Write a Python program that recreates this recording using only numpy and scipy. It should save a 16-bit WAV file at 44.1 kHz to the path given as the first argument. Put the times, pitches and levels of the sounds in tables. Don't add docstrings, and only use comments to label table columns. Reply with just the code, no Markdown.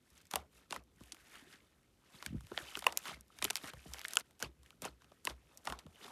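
import sys
import numpy as np
from scipy import signal
from scipy.fft import rfft, irfft, next_fast_len
from scipy.io import wavfile
from scipy.ndimage import uniform_filter1d

SR = 44100
rng = np.random.default_rng(int(sys.argv[2]) if len(sys.argv) > 2 else 0)


def store_pcm(level_fs):
    pcm = np.round(np.clip(level_fs, -1, 1) * 32767).astype(np.int16)
    wavfile.write(sys.argv[1], SR, np.atleast_2d(pcm).T)


def level_to_linear(level):
    exponent = np.asarray(level, float) / 20
    return 10 ** exponent


N = 269451


def band(x, lo_hz, hi_hz, order=2):
    return signal.sosfilt(signal.butter(order, [lo_hz, hi_hz], "band", fs=SR, output="sos"), x)


def unit(x):
    return x / np.sqrt(np.mean(x ** 2))


def peaked(x):
    return x / np.abs(x).max(axis=-1, keepdims=True)


def walk(rate):
    k = int(SR / rate)
    held = np.repeat(rng.standard_normal(N // k + 1), k)
    return 1.3 * uniform_filter1d(uniform_filter1d(held, k), k)[:N]


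def add(out, s, x):
    i = max(int(s * SR), 0)
    out[i:i + len(x)] += x[:N - i]


def room():
    # pitch_hz, level_db (per Hz)
    spectrum = np.array([(26, -33.5), (45, -2.5), (87, -7.5), (174, -10), (277, -11.5), (539, -18.5),
                         (609, -27), (948, -35), (1070, -29), (13500, -37), (16000, -55)])
    hz = np.maximum(np.fft.rfftfreq(N, 1 / SR), 1)
    colour = level_to_linear(np.interp(np.log(hz), np.log(spectrum[:, 0]), spectrum[:, 1]))
    noise = unit(irfft(rfft(rng.standard_normal(N)) * colour, N))
    return noise * level_to_linear(-66.5 - 6.5 + 0.32 * walk(2.4))


def strokes(wet):
    # peak_s, crackle_db, rise_ms and fall_ms (per 20 dB), wet_db (re crackle)
    touches = [(0.181, -67.5, 184, 137, -7.5), (0.528, -73, 8, 300, -9), (0.58, -67.5, 82, 122, -5),
               (1.023, -70, 125, 900, -5.5), (1.16, -70.5, 68, 502, -10), (1.357, -59.5, 132, 205, -6),
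               (1.539, -60.5, 97, 66, -8), (1.62, -79.5, 100.5, 480, 1), (4.26, -75, 25, 302, -4),
               (4.65, -74.5, 122, 502, -5.5), (5.02, -76.5, 38, 1999.5, -5.5), (5.56, -74, 296, 900, 1),
               (5.795, -66, 18, 53, -6), (6.047, -58, 127, 202, -0.5)]
    # peak_s, crackle_db, rise_ms and fall_ms (per 20 dB), wet_db (re crackle)
    kneads = [(2.149, -68.5, 130, 298, 1), (2.27, -57, 201, 51, -4.5), (2.496, -68, 600, 100, -19),
              (2.595, -55.5, 125, 238, -3), (2.7, -55.5, 95, 200, -8), (2.768, -55.5, 57, 134, -21),
              (2.884, -55, 62.5, 107, 5), (2.984, -58, 32, 63, -24), (3.086, -46, 70.5, 76, -3),
              (3.147, -55, 123, 11, -10), (3.385, -64, 128, 62, -4), (3.444, -50, 35, 148, -12),
              (3.57, -49.5, 10, 39, -10), (3.644, -54, 31, 102, -3.5), (3.7, -49.5, 145, 13, -5.5),
              (3.986, -59, 350, 148, -6), (4.131, -60.5, 240, 92, -14), (4.21, -53.5, 200, 11, -3.5)]
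    # let_go_s, loudest_s, crackle_db, wet_db (re crackle), fall_ms (per 20 dB)
    pulls = [
        (0.31, 0.363, -54, 5.5, 63),
        (0.704, 0.751, -53.5, 2, 50),
        (4.403, 4.436, -49, 1, 44),
        (4.821, 4.859, -49.5, 1, 42.5),
        (5.247, 5.305, -51, 0.5, 31.5),
        (5.65, 5.695, -54, 6.5, 74),
    ]
    t = np.arange(N) / SR
    power = level_to_linear(2 * -87)
    for s, db, rise_ms, fall_ms, wet_db in touches + kneads:
        distance = np.maximum((s - t) / rise_ms, (t - s) / fall_ms) * 1000
        power = power + level_to_linear(2 * (db + wet * wet_db - 20 * distance))
    let_go_ms = 6.8
    drip_db, drip_slower = -23, 1.7
    for go_s, s, db, wet_db, fall_ms in pulls:
        start_db = -8 + wet * -8
        rise = np.interp(t, [go_s - let_go_ms / 250, go_s, s], [start_db - 80, start_db, 0])
        after = np.maximum(t - s, 0) * 1000 / fall_ms
        fade = after / 1.19 if wet else after ** 1.27
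        level_db = db + wet * wet_db + rise
        power = power + level_to_linear(2 * (level_db - 20 * fade))
        power = power + level_to_linear(2 * (level_db + drip_db - 20 * after / drip_slower))
    return 10 * np.log10(power)


def ticks(count=130):
    draw = np.clip(rng.standard_normal((count, 4)), -1.5, 1.5)
    s = rng.uniform(0, N / SR, count)
    db = strokes(0)[(s * SR).astype(int)] + 6 + 4.5 * draw[:, 0]
    hz = 2340 * np.exp(.5 * draw[:, 1])
    return np.transpose([s, db, hz, -10 + 5 * draw[:, 2], -8.5 + 5 * draw[:, 3]])


def pops():
    # start_s, peak_db, pitch_hz, body_db (re peak), snap_db (re peak)
    poke_pops = [(0.103, -66.5, 3000, -6, 14), (0.178, -64, 7050, -8, 18), (0.215, -62.5, 3000, -12, 13),
                 (0.269, -68, 8000, -8, 18), (0.2541, -62.5, 7850, -13, 12.5),
                 (0.3122, -41, 1720, -6, 10.5), (0.337, -26.5, 820, 1.5, -1.5), (0.357, -28.5, 653, 3, 8.5),
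                 (0.3578, -23.5, 2070, -8, -17), (0.3616, -42, 557, 12, -1),
                 (0.7084, -38.5, 2170, -11, 6.5), (0.7246, -26.5, 4670, -6.5, 1),
                 (0.727, -36.5, 975, 6, -22), (0.744, -60, 8000, -10, 13), (0.7622, -45.5, 1010, 16, 11),
                 (0.961, -69, 7000, -9, 10), (1.0073, -62, 500, 8, 5), (1.0365, -50, 2820, -21, 6.5),
                 (1.1212, -39, 6040, -13, 9), (1.1459, -48, 2970, -1, 5), (1.1678, -48, 1960, -9, -17),
                 (1.3551, -43, 1650, -19, -10), (1.537, -47, 1880, -16, -19)]
    fold_pops = [(2.2255, -36.5, 1493, 1.5, -3), (2.2622, -28, 4160, -16, -2.5),
                 (2.4076, -55, 1330, 6.5, 6.5), (2.469, -47, 4100, -6, -1), (2.5174, -46.5, 430, 11, -12),
                 (2.5765, -19, 1900, -9.5, -26), (2.5882, -36, 1890, -26, -13),
                 (2.7537, -24, 3070, -13, -26.5), (2.772, -40.5, 1450, 7.5, 8),
                 (2.7911, -42, 1290, -4, 11.5), (2.8233, -36, 1520, 0.5, -7),
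                 (2.8422, -31.5, 1460, -2, -7.5), (2.8669, -11, 2595, -5, -15),
                 (2.8658, -30, 2700, -3.5, 3), (2.894, -39, 950, -7, -13), (2.9241, -37, 756, -2, 3),
                 (2.9734, -29.5, 7400, -7, 13), (2.9895, -58, 8000, -10, 24), (3.0553, -36, 2090, 0.5, -7),
                 (3.17, -60.5, 664, 10, -12)]
    fist_pops = [(3.3877, -42.5, 1370, -5, 5), (3.4184, -40, 1340, 7, -23.5),
                 (3.4244, -23.5, 1120, -5, 1.5), (3.443, -30.5, 8700, -16, 8),
                 (3.447, -23.5, 1290, -5.5, -18), (3.4511, -21, 2830, -14, -0.5),
                 (3.4807, -40, 1580, -13, -18), (3.5019, -26, 2100, -4.5, -0.5),
                 (3.506, -23.5, 870, -9, 4.5), (3.5318, -43, 4780, -5, 3), (3.5561, -24, 4430, -11.5, 4),
                 (3.567, -37, 2540, -24, 11.5), (3.572, -36, 2110, -20, 4), (3.642, -36.5, 2000, 0, -17),
                 (3.735, -42, 1155, 1, -6)]
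    palm_pops = [(3.9362, -38.5, 5830, -16, 10), (3.9437, -38, 950, -3.5, -11),
                 (3.9848, -40, 2910, -21, -1.5), (3.9932, -41, 2030, -9.5, 5.5),
                 (4.015, -36, 1880, -19, -1), (4.0353, -46.5, 3380, -24, -12), (4.0453, -41, 3920, -19, 5),
                 (4.05, -29, 2090, -28, -22), (4.0566, -36.5, 2630, -28, 1.5),
                 (4.083, -41.5, 8600, -17, 14.5), (4.108, -43, 3380, -22, 5.5),
                 (4.1251, -41, 2050, -12, -2), (4.1347, -38, 1640, -13.5, 12.5),
                 (4.1556, -41.5, 10000, 0, 17), (4.1699, -17, 2900, -16, 4), (4.1706, -26, 3200, -16, -22),
                 (4.188, -50.5, 8500, -7.5, 18), (4.1968, -53, 1200, -5.5, 16.5),
                 (4.2084, -43.5, 4360, -16, 1.5)]
    late_pops = [(4.3089, -57, 2000, -5, 5), (4.3935, -61, 8370, -6, 15), (4.402, -47, 7600, 0, 9),
                 (4.4254, -33.5, 2424, -4, 11), (4.632, -58.5, 5050, -2, 7), (4.6611, -50, 2060, -21, -6),
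                 (4.7056, -44, 2970, -10, -3.5), (4.8203, -41.5, 7300, -7, 11.5),
                 (4.8458, -37, 2640, -2, -12), (4.8514, -37.5, 1310, 1, 5.5), (5.02, -57, 1527, 2.5, 0),
                 (5.044, -51.5, 2840, -2, -8), (5.118, -55, 600, 5.5, -3), (5.2521, -38.5, 8400, -2, 18),
                 (5.2717, -22.5, 2890, -8, -9.5), (5.2743, -44, 1050, 7, -12),
                 (5.574, -60.5, 9000, -9, 25.5), (5.654, -52, 880, 7, 19), (5.672, -26.5, 4370, -3.5, -3.5),
                 (5.6744, -37, 1150, 11, -17), (5.7, -35.5, 1120, -17, 1.5), (5.7236, -32, 1044, 6.5, -3),
                 (5.7895, -42, 3720, -9, 3), (5.794, -44, 3500, -16, -6), (5.865, -49.5, 496, 3.5, -4)]
    # start_s, gap_ms, share (signed size of the echo), top_db (treble)
    echoed_pops = [
        (0.357, 1.08, 0.24, 6),
        (0.7246, 1.38, .4, -16),
        (1.1212, 1.6, 0.028, -24),
        (2.8666, 1.09, 0.99, 6),
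        (2.9734, 1.2, 0.13, 6),
        (3.444, 0.98, 0.53, 4),
        (4.1697, .5, -0.98, -22.5),
        (5.272, 1.04, 0.95, -1),
        (5.672, 1.13, 0.37, -24),
    ]
    t = np.arange(2560) / SR
    rows = np.vstack([poke_pops, fold_pops, fist_pops, palm_pops, late_pops, ticks()])
    s, db, hz, body_db, snap_db = rows.T[:, :, None]
    noise = rng.standard_normal((len(rows), 2, len(t)))

    tear_ms = 3.76 * level_to_linear(-0.09 * (db + 35) + 1.5 * noise[:, 1, :1])
    tear_s = np.clip(tear_ms - .8, .15, 8) * .8 / 1000
    burst = noise[:, 0] * (np.exp(-t / .00035) + level_to_linear(-6) * np.exp(-t / tear_s))
    burst[:, 0] += 2.5
    ring_cycles = 4
    pocket = level_to_linear(2) * np.sin(2 * np.pi * hz * t) * np.exp(-t * hz / ring_cycles * np.pi)

    low, high = hz <= 1500, hz > 6000
    body = peaked(band(burst, 620, 1750, order=3))
    body = peaked(body + band(pocket * low, 380, 4300))
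    mid = peaked(band(burst, 1454, 3360, order=3))
    mid = peaked(mid + band(pocket * ~(low | high), 1000, 11000))
    snap = peaked(band(band(burst, 4500, 17000, order=3), 3000, 10000, order=1))
    snap = peaked(snap + band(pocket * high, 3000, 16000))
    sag = peaked(band(noise[:, 1], 990, 1400) * (1 - np.exp(-t / 0.00054)) * np.exp(-t / 0.014))

    twins = [np.abs(s[:, 0] - row[0]).argmin() for row in echoed_pops]
    treble_hz = 10200
    for k, (_, _, _, top_db) in zip(twins, echoed_pops):
        top = band(snap[k], treble_hz, 17000, order=4)
        snap[k] = band(snap[k], 2000, treble_hz, order=4) + level_to_linear(top_db) * top
    sound = level_to_linear(db) * (mid + level_to_linear(body_db) * (body + level_to_linear(-19.5) * sag) + level_to_linear(snap_db - 0.5) * snap)
    for k, (_, gap_ms, share, _) in zip(twins, echoed_pops):
        sound[k] += share * np.interp(t - gap_ms / 1000, t, sound[k], left=0)
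    out = np.zeros(N)
    for at, x in zip(s[:, 0], sound):
        add(out, at, x)
    return out


def booms():
    # swell_top_s, peak_db, pitch_hz
    pushes = [(0.139, -66, 68), (0.384, -52.5, 71), (0.567, -63, 61), (0.79, -57.5, 61.5),
              (1.033, -57.5, 60), (2.296, -48, 77), (2.378, -45.5, 61), (2.452, -69, 58.7),
              (2.548, -67, 65), (2.638, -62.5, 65), (2.777, -62.5, 62.4), (2.897, -63.5, 69),
              (3.156, -56, 63.3), (3.413, -60, 66.6), (3.673, -72.5, 73), (3.773, -54, 67.3),
              (3.9, -49, 65.7), (4.467, -52, 64.8), (4.61, -59.5, 67), (4.917, -56.5, 61.8),
              (5.055, -68, 65), (5.326, -50, 62.3), (5.46, -62.5, 58.6), (5.718, -49, 61), (5.879, -61, 81)]
    # pitch_hz, level_db (re boom), decay_s
    modes = [
        (115, -10, 0.035),
        (154, -9.5, 0.05),
    ]
    out, t = np.zeros(N), np.arange(12000) / SR
    rise_s = 0.027
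    swell = (t / rise_s) ** 0.93 * np.exp(0.99 * (1 - t / rise_s))
    for s, db, hz in pushes:
        tone = np.sin(2 * np.pi * hz * t)
        for mode_hz, mode_db, fall_s in modes:
            ring = np.sin(2 * np.pi * (mode_hz * t + rng.random()))
            tone = tone + level_to_linear(mode_db) * np.exp(-t / fall_s) * ring
        add(out, s - rise_s - .004, level_to_linear(db - 0.5) * swell * tone)
    return out


def blips():
    # start_s, peak_db, pitch_hz
    first_blips = [(0.169, -65, 1360), (0.577, -61, 2730), (0.745, -59, 2610), (1.014, -58.5, 1080),
                   (1.085, -61, 1810), (1.245, -64, 1890), (1.32, -57, 2310), (1.365, -54, 1240),
                   (1.531, -59, 1490), (2.146, -60, 988), (2.189, -54, 4500), (2.204, -53, 2100),
                   (2.29, -56, 1890), (2.547, -48, 1770), (2.588, -49, 1830), (2.601, -45, 1720),
                   (2.614, -46, 1550), (2.63, -55, 2740), (2.645, -59, 3450), (2.66, -56, 970),
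                   (2.682, -55, 4870), (2.691, -61, 1380), (2.698, -52, 2170), (2.717, -58, 2150),
                   (2.725, -50, 1290), (2.774, -38.5, 1410), (2.787, -55, 3040), (2.8684, -21.5, 1021),
                   (2.882, -48, 3680), (2.893, -46, 2840), (2.906, -52, 1980), (2.939, -53, 1000),
                   (2.959, -59, 2050), (3.062, -45, 1420), (3.072, -43, 1090), (3.08, -59, 3030),
                   (3.089, -58, 3060), (3.097, -38.5, 1270), (3.107, -56, 3670), (3.118, -45.5, 750),
                   (3.134, -50, 1380)]
    # start_s, peak_db, pitch_hz
    last_blips = [(3.172, -61, 1980), (3.305, -55, 1275), (3.482, -46, 1590), (3.534, -58, 4760),
                  (3.586, -55, 2760), (3.658, -46, 1910), (3.668, -54, 3040), (3.681, -45, 1400),
                  (3.689, -49, 1420), (3.86, -50, 730), (3.92, -57, 1010), (3.975, -50, 2170),
                  (3.994, -56, 5190), (4.0525, -33.5, 2120), (4.111, -57, 2710), (4.159, -42, 3380),
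                  (4.172, -25.5, 1400), (4.184, -46, 1500), (4.4275, -29.5, 1550), (4.446, -45, 4600),
                  (4.201, -55, 2730), (4.209, -51, 4350), (4.244, -69, 1530), (4.404, -60, 2690),
                  (4.412, -54.5, 1490), (4.448, -42, 2730), (4.46, -48, 1100), (4.73, -60, 1380),
                  (4.824, -47, 580), (4.834, -45.5, 580), (4.846, -45, 2700), (4.855, -47, 776),
                  (4.865, -52, 2650), (4.878, -42.5, 1380), (4.886, -52, 4330), (5.2768, -29.5, 1050),
                  (5.316, -57.5, 2170), (5.521, -64.5, 2730), (5.653, -60, 2610), (5.704, -40, 1170),
                  (5.739, -46, 1450), (5.967, -60, 2090), (6.015, -55, 3000), (6.045, -54, 2910),
                  (6.057, -58, 2800), (6.065, -60, 3570), (6.083, -46, 1130)]
    # start_s, peak_db, pitch_hz
    fold_gulps = [(0.341, -48, 540), (0.342, -47, 190.4), (0.975, -64, 190), (1.016, -56, 368),
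                  (1.139, -57, 320), (1.478, -58, 365), (2.231, -61, 317), (2.521, -43.5, 344),
                  (2.608, -50, 343), (2.632, -53, 130), (2.777, -44, 392), (2.873, -35.5, 500),
                  (3.455, -37, 393), (3.509, -47.5, 415), (3.645, -48.5, 282), (3.702, -57.5, 298),
                  (3.74, -51.5, 516), (3.862, -56.5, 450), (3.947, -63, 503), (4.174, -45.5, 456),
                  (4.433, -43, 449), (4.497, -57, 337), (4.84, -45.5, 220), (4.862, -46.5, 430),
                  (5.283, -50.5, 220), (5.32, -60, 130), (5.722, -46.5, 190), (6.017, -59.5, 428),
                  (6.059, -54, 390), (6.078, -59, 240)]
    # start_s, peak_db, pitch_hz
    rings = [
        (0.374, -41, 750),
        (0.397, -51.5, 810),
        (1.29, -63, 303),
        (1.43, -55, 274),
        (2.872, -33, 970),
        (2.89, -45.5, 866),
        (2.915, -48, 947),
        (5.74, -47, 1093),
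    ]
    out = np.zeros(N)
    glide = 0.046
    small = (first_blips + last_blips, 0.3, 2.103)
    large = (fold_gulps + rings, 0, 6.37)
    for rows, trim_db, ms in (small, large):
        u = np.arange(int(8 * ms * SR / 1000)) / SR * 1000 / ms
        envelope = 1.6 * (1 - np.exp(-4 * u)) * np.exp(-u / 1.3)
        for (s, db, hz), turn in zip(rows, rng.random(len(rows))):
            phase = hz * ms / 1000 * (u + glide * (u - 1.5) ** 2 / 2) + turn
            add(out, s - ms / 1000, level_to_linear(db + trim_db) * envelope * np.sin(2 * np.pi * phase))
    return out


def crackle(per_s, scatter_db, smear_s):
    when = rng.random(N) < per_s / SR
    size = when * level_to_linear(scatter_db * rng.exponential(size=N))
    puffs = signal.lfilter([1], [1, -np.exp(-1 / (smear_s * SR))], size)
    return unit(puffs * rng.standard_normal(N))


def gurgle(lo_hz, hi_hz, per_s, cycles, count=7):
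    out = np.zeros(N)
    for hz in np.geomspace(lo_hz, hi_hz, count):
        when = rng.random(N) < per_s / count / SR
        kicks = when * level_to_linear(1.2 * rng.exponential(size=N)) * rng.uniform(-1, 1, N)
        pole = np.exp(-np.pi * hz / cycles / SR)
        feedback = [1, -2 * pole * np.cos(2 * np.pi * hz / SR), pole ** 2]
        ringing = unit(signal.lfilter([1, 0, -1], feedback, kicks))
        out += level_to_linear(3.5 * walk(45)) * ringing
    return unit(band(out, .7 * lo_hz, 1.4 * hi_hz))


def peel():
    db = strokes(0)
    body_db = strokes(1) - db
    fizz_db = -2 - 0.1017 * np.maximum(db + 67.5, 0)
    lead_ms = 8
    fizz_db += np.clip(lead_ms * np.gradient(uniform_filter1d(db, size=600)) * SR / 1000, -8, 4)

    fine = crackle(per_s=2500, scatter_db=3.3, smear_s=.001)
    finer = crackle(per_s=3500, scatter_db=3.1, smear_s=.0007)
    hollows = gurgle(1300, 3600, per_s=1300, cycles=11)
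    mid = unit(unit(band(fine, 1600, 5500)) + 1.4 * hollows) * level_to_linear(1.2 * walk(40))
    wet = gurgle(600, 1250, per_s=1400, cycles=4.5, count=5)
    body = unit(wet + .5 * unit(band(fine, 200, 500))) * level_to_linear(0.5 * walk(44))
    fizz = unit(band(finer, 5000, 12500)) * level_to_linear(1.0 * walk(30))
    slosh = gurgle(140, 400, per_s=220, cycles=1.5, count=3) * level_to_linear(-72 + .5 * (db + body_db + 64.5))
    skin = mid + level_to_linear(body_db) * body + level_to_linear(fizz_db) * fizz
    return level_to_linear(db + .8 * walk(20)) * skin + slosh


def knocks():
    # start_s, peak_db, pitch_hz
    slaps = [(0.336, -45.5, 443), (0.711, -47, 357), (0.769, -55, 190), (1.008, -48.5, 260),
             (4.822, -46, 320), (2.139, -57, 155), (2.263, -45, 188), (2.301, -43, 158), (2.325, -36, 184),
             (2.3444, -32.5, 214), (2.37, -46.5, 125), (2.433, -49.5, 128), (2.515, -43.5, 335),
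             (3.427, -43, 430), (2.767, -46, 397), (3.111, -55.5, 156), (3.171, -55.5, 191),
             (3.453, -41, 427), (3.636, -48, 280), (3.731, -48.5, 97.5), (3.858, -46, 205),
             (4.045, -55.5, 336), (3.506, -45.5, 417), (4.427, -36.5, 384), (4.854, -39, 420),
             (5.115, -60.5, 433), (5.276, -41, 450), (5.253, -51, 322), (5.854, -47.5, 185)]
    out, t = np.zeros(N), np.arange(2048) / SR
    for s, db, hz in slaps:
        turns = hz * t - 1
        push = np.sin(2 * np.pi * turns) * np.exp(-(turns / 0.44) ** 2)
        weight = np.sin(np.pi * turns) * np.exp(-(turns / 0.71) ** 2)
        wobble = peaked(band(rng.standard_normal(len(t)), 110, 1.15 * hz) * np.exp(-t / 0.03))
        early_s = 0.868 / hz + .001
        add(out, s - early_s, level_to_linear(db + 2.5) * (push + 0.28 * weight + 0.29 * wobble))
    return out


def sheet():
    # start_s, taut_s, slack_s, end_s
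    tension_s = [1.1, 1.2, 1.58, 1.7]
    taut = np.interp(np.arange(N) / SR, tension_s, [0, 1, 1, 0])
    return taut * level_to_linear(strokes(0) - 3.5) * gurgle(1500, 2330, per_s=2400, cycles=5, count=4)


def late_bass(x):
    size = next_fast_len(N + SR)
    hz = np.clip(np.fft.rfftfreq(size, 1 / SR), 25, None)
    lag_cycles, top_hz = 1.7, 750
    lag_s = lag_cycles / hz / (1 + (hz / top_hz) ** 2)
    phase = 2 * np.pi * np.cumsum(lag_s) * SR / size
    return irfft(rfft(x, size) * np.exp(-1j * phase), size)[:N]


def scene():
    struck = late_bass(pops() + peel() + knocks())
    return (struck + blips() + booms() + room() + sheet())[None]


def low_pass(x):
    return signal.sosfilt(signal.butter(12, 16850, fs=SR, output="sos"), x)


def record(dry):
    x = signal.sosfilt(signal.butter(4, 47, "high", fs=SR, output="sos"), dry)
    x = signal.sosfilt(signal.ellip(8, .2, 70, 16300, fs=SR, output="sos"), x)
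    low = signal.sosfiltfilt(signal.ellip(8, .1, 60, 14000, fs=SR, output="sos"), x)
    return low_pass(low + level_to_linear(-15) * (x - low))


dry = scene()
out = record(dry)
store_pcm(out)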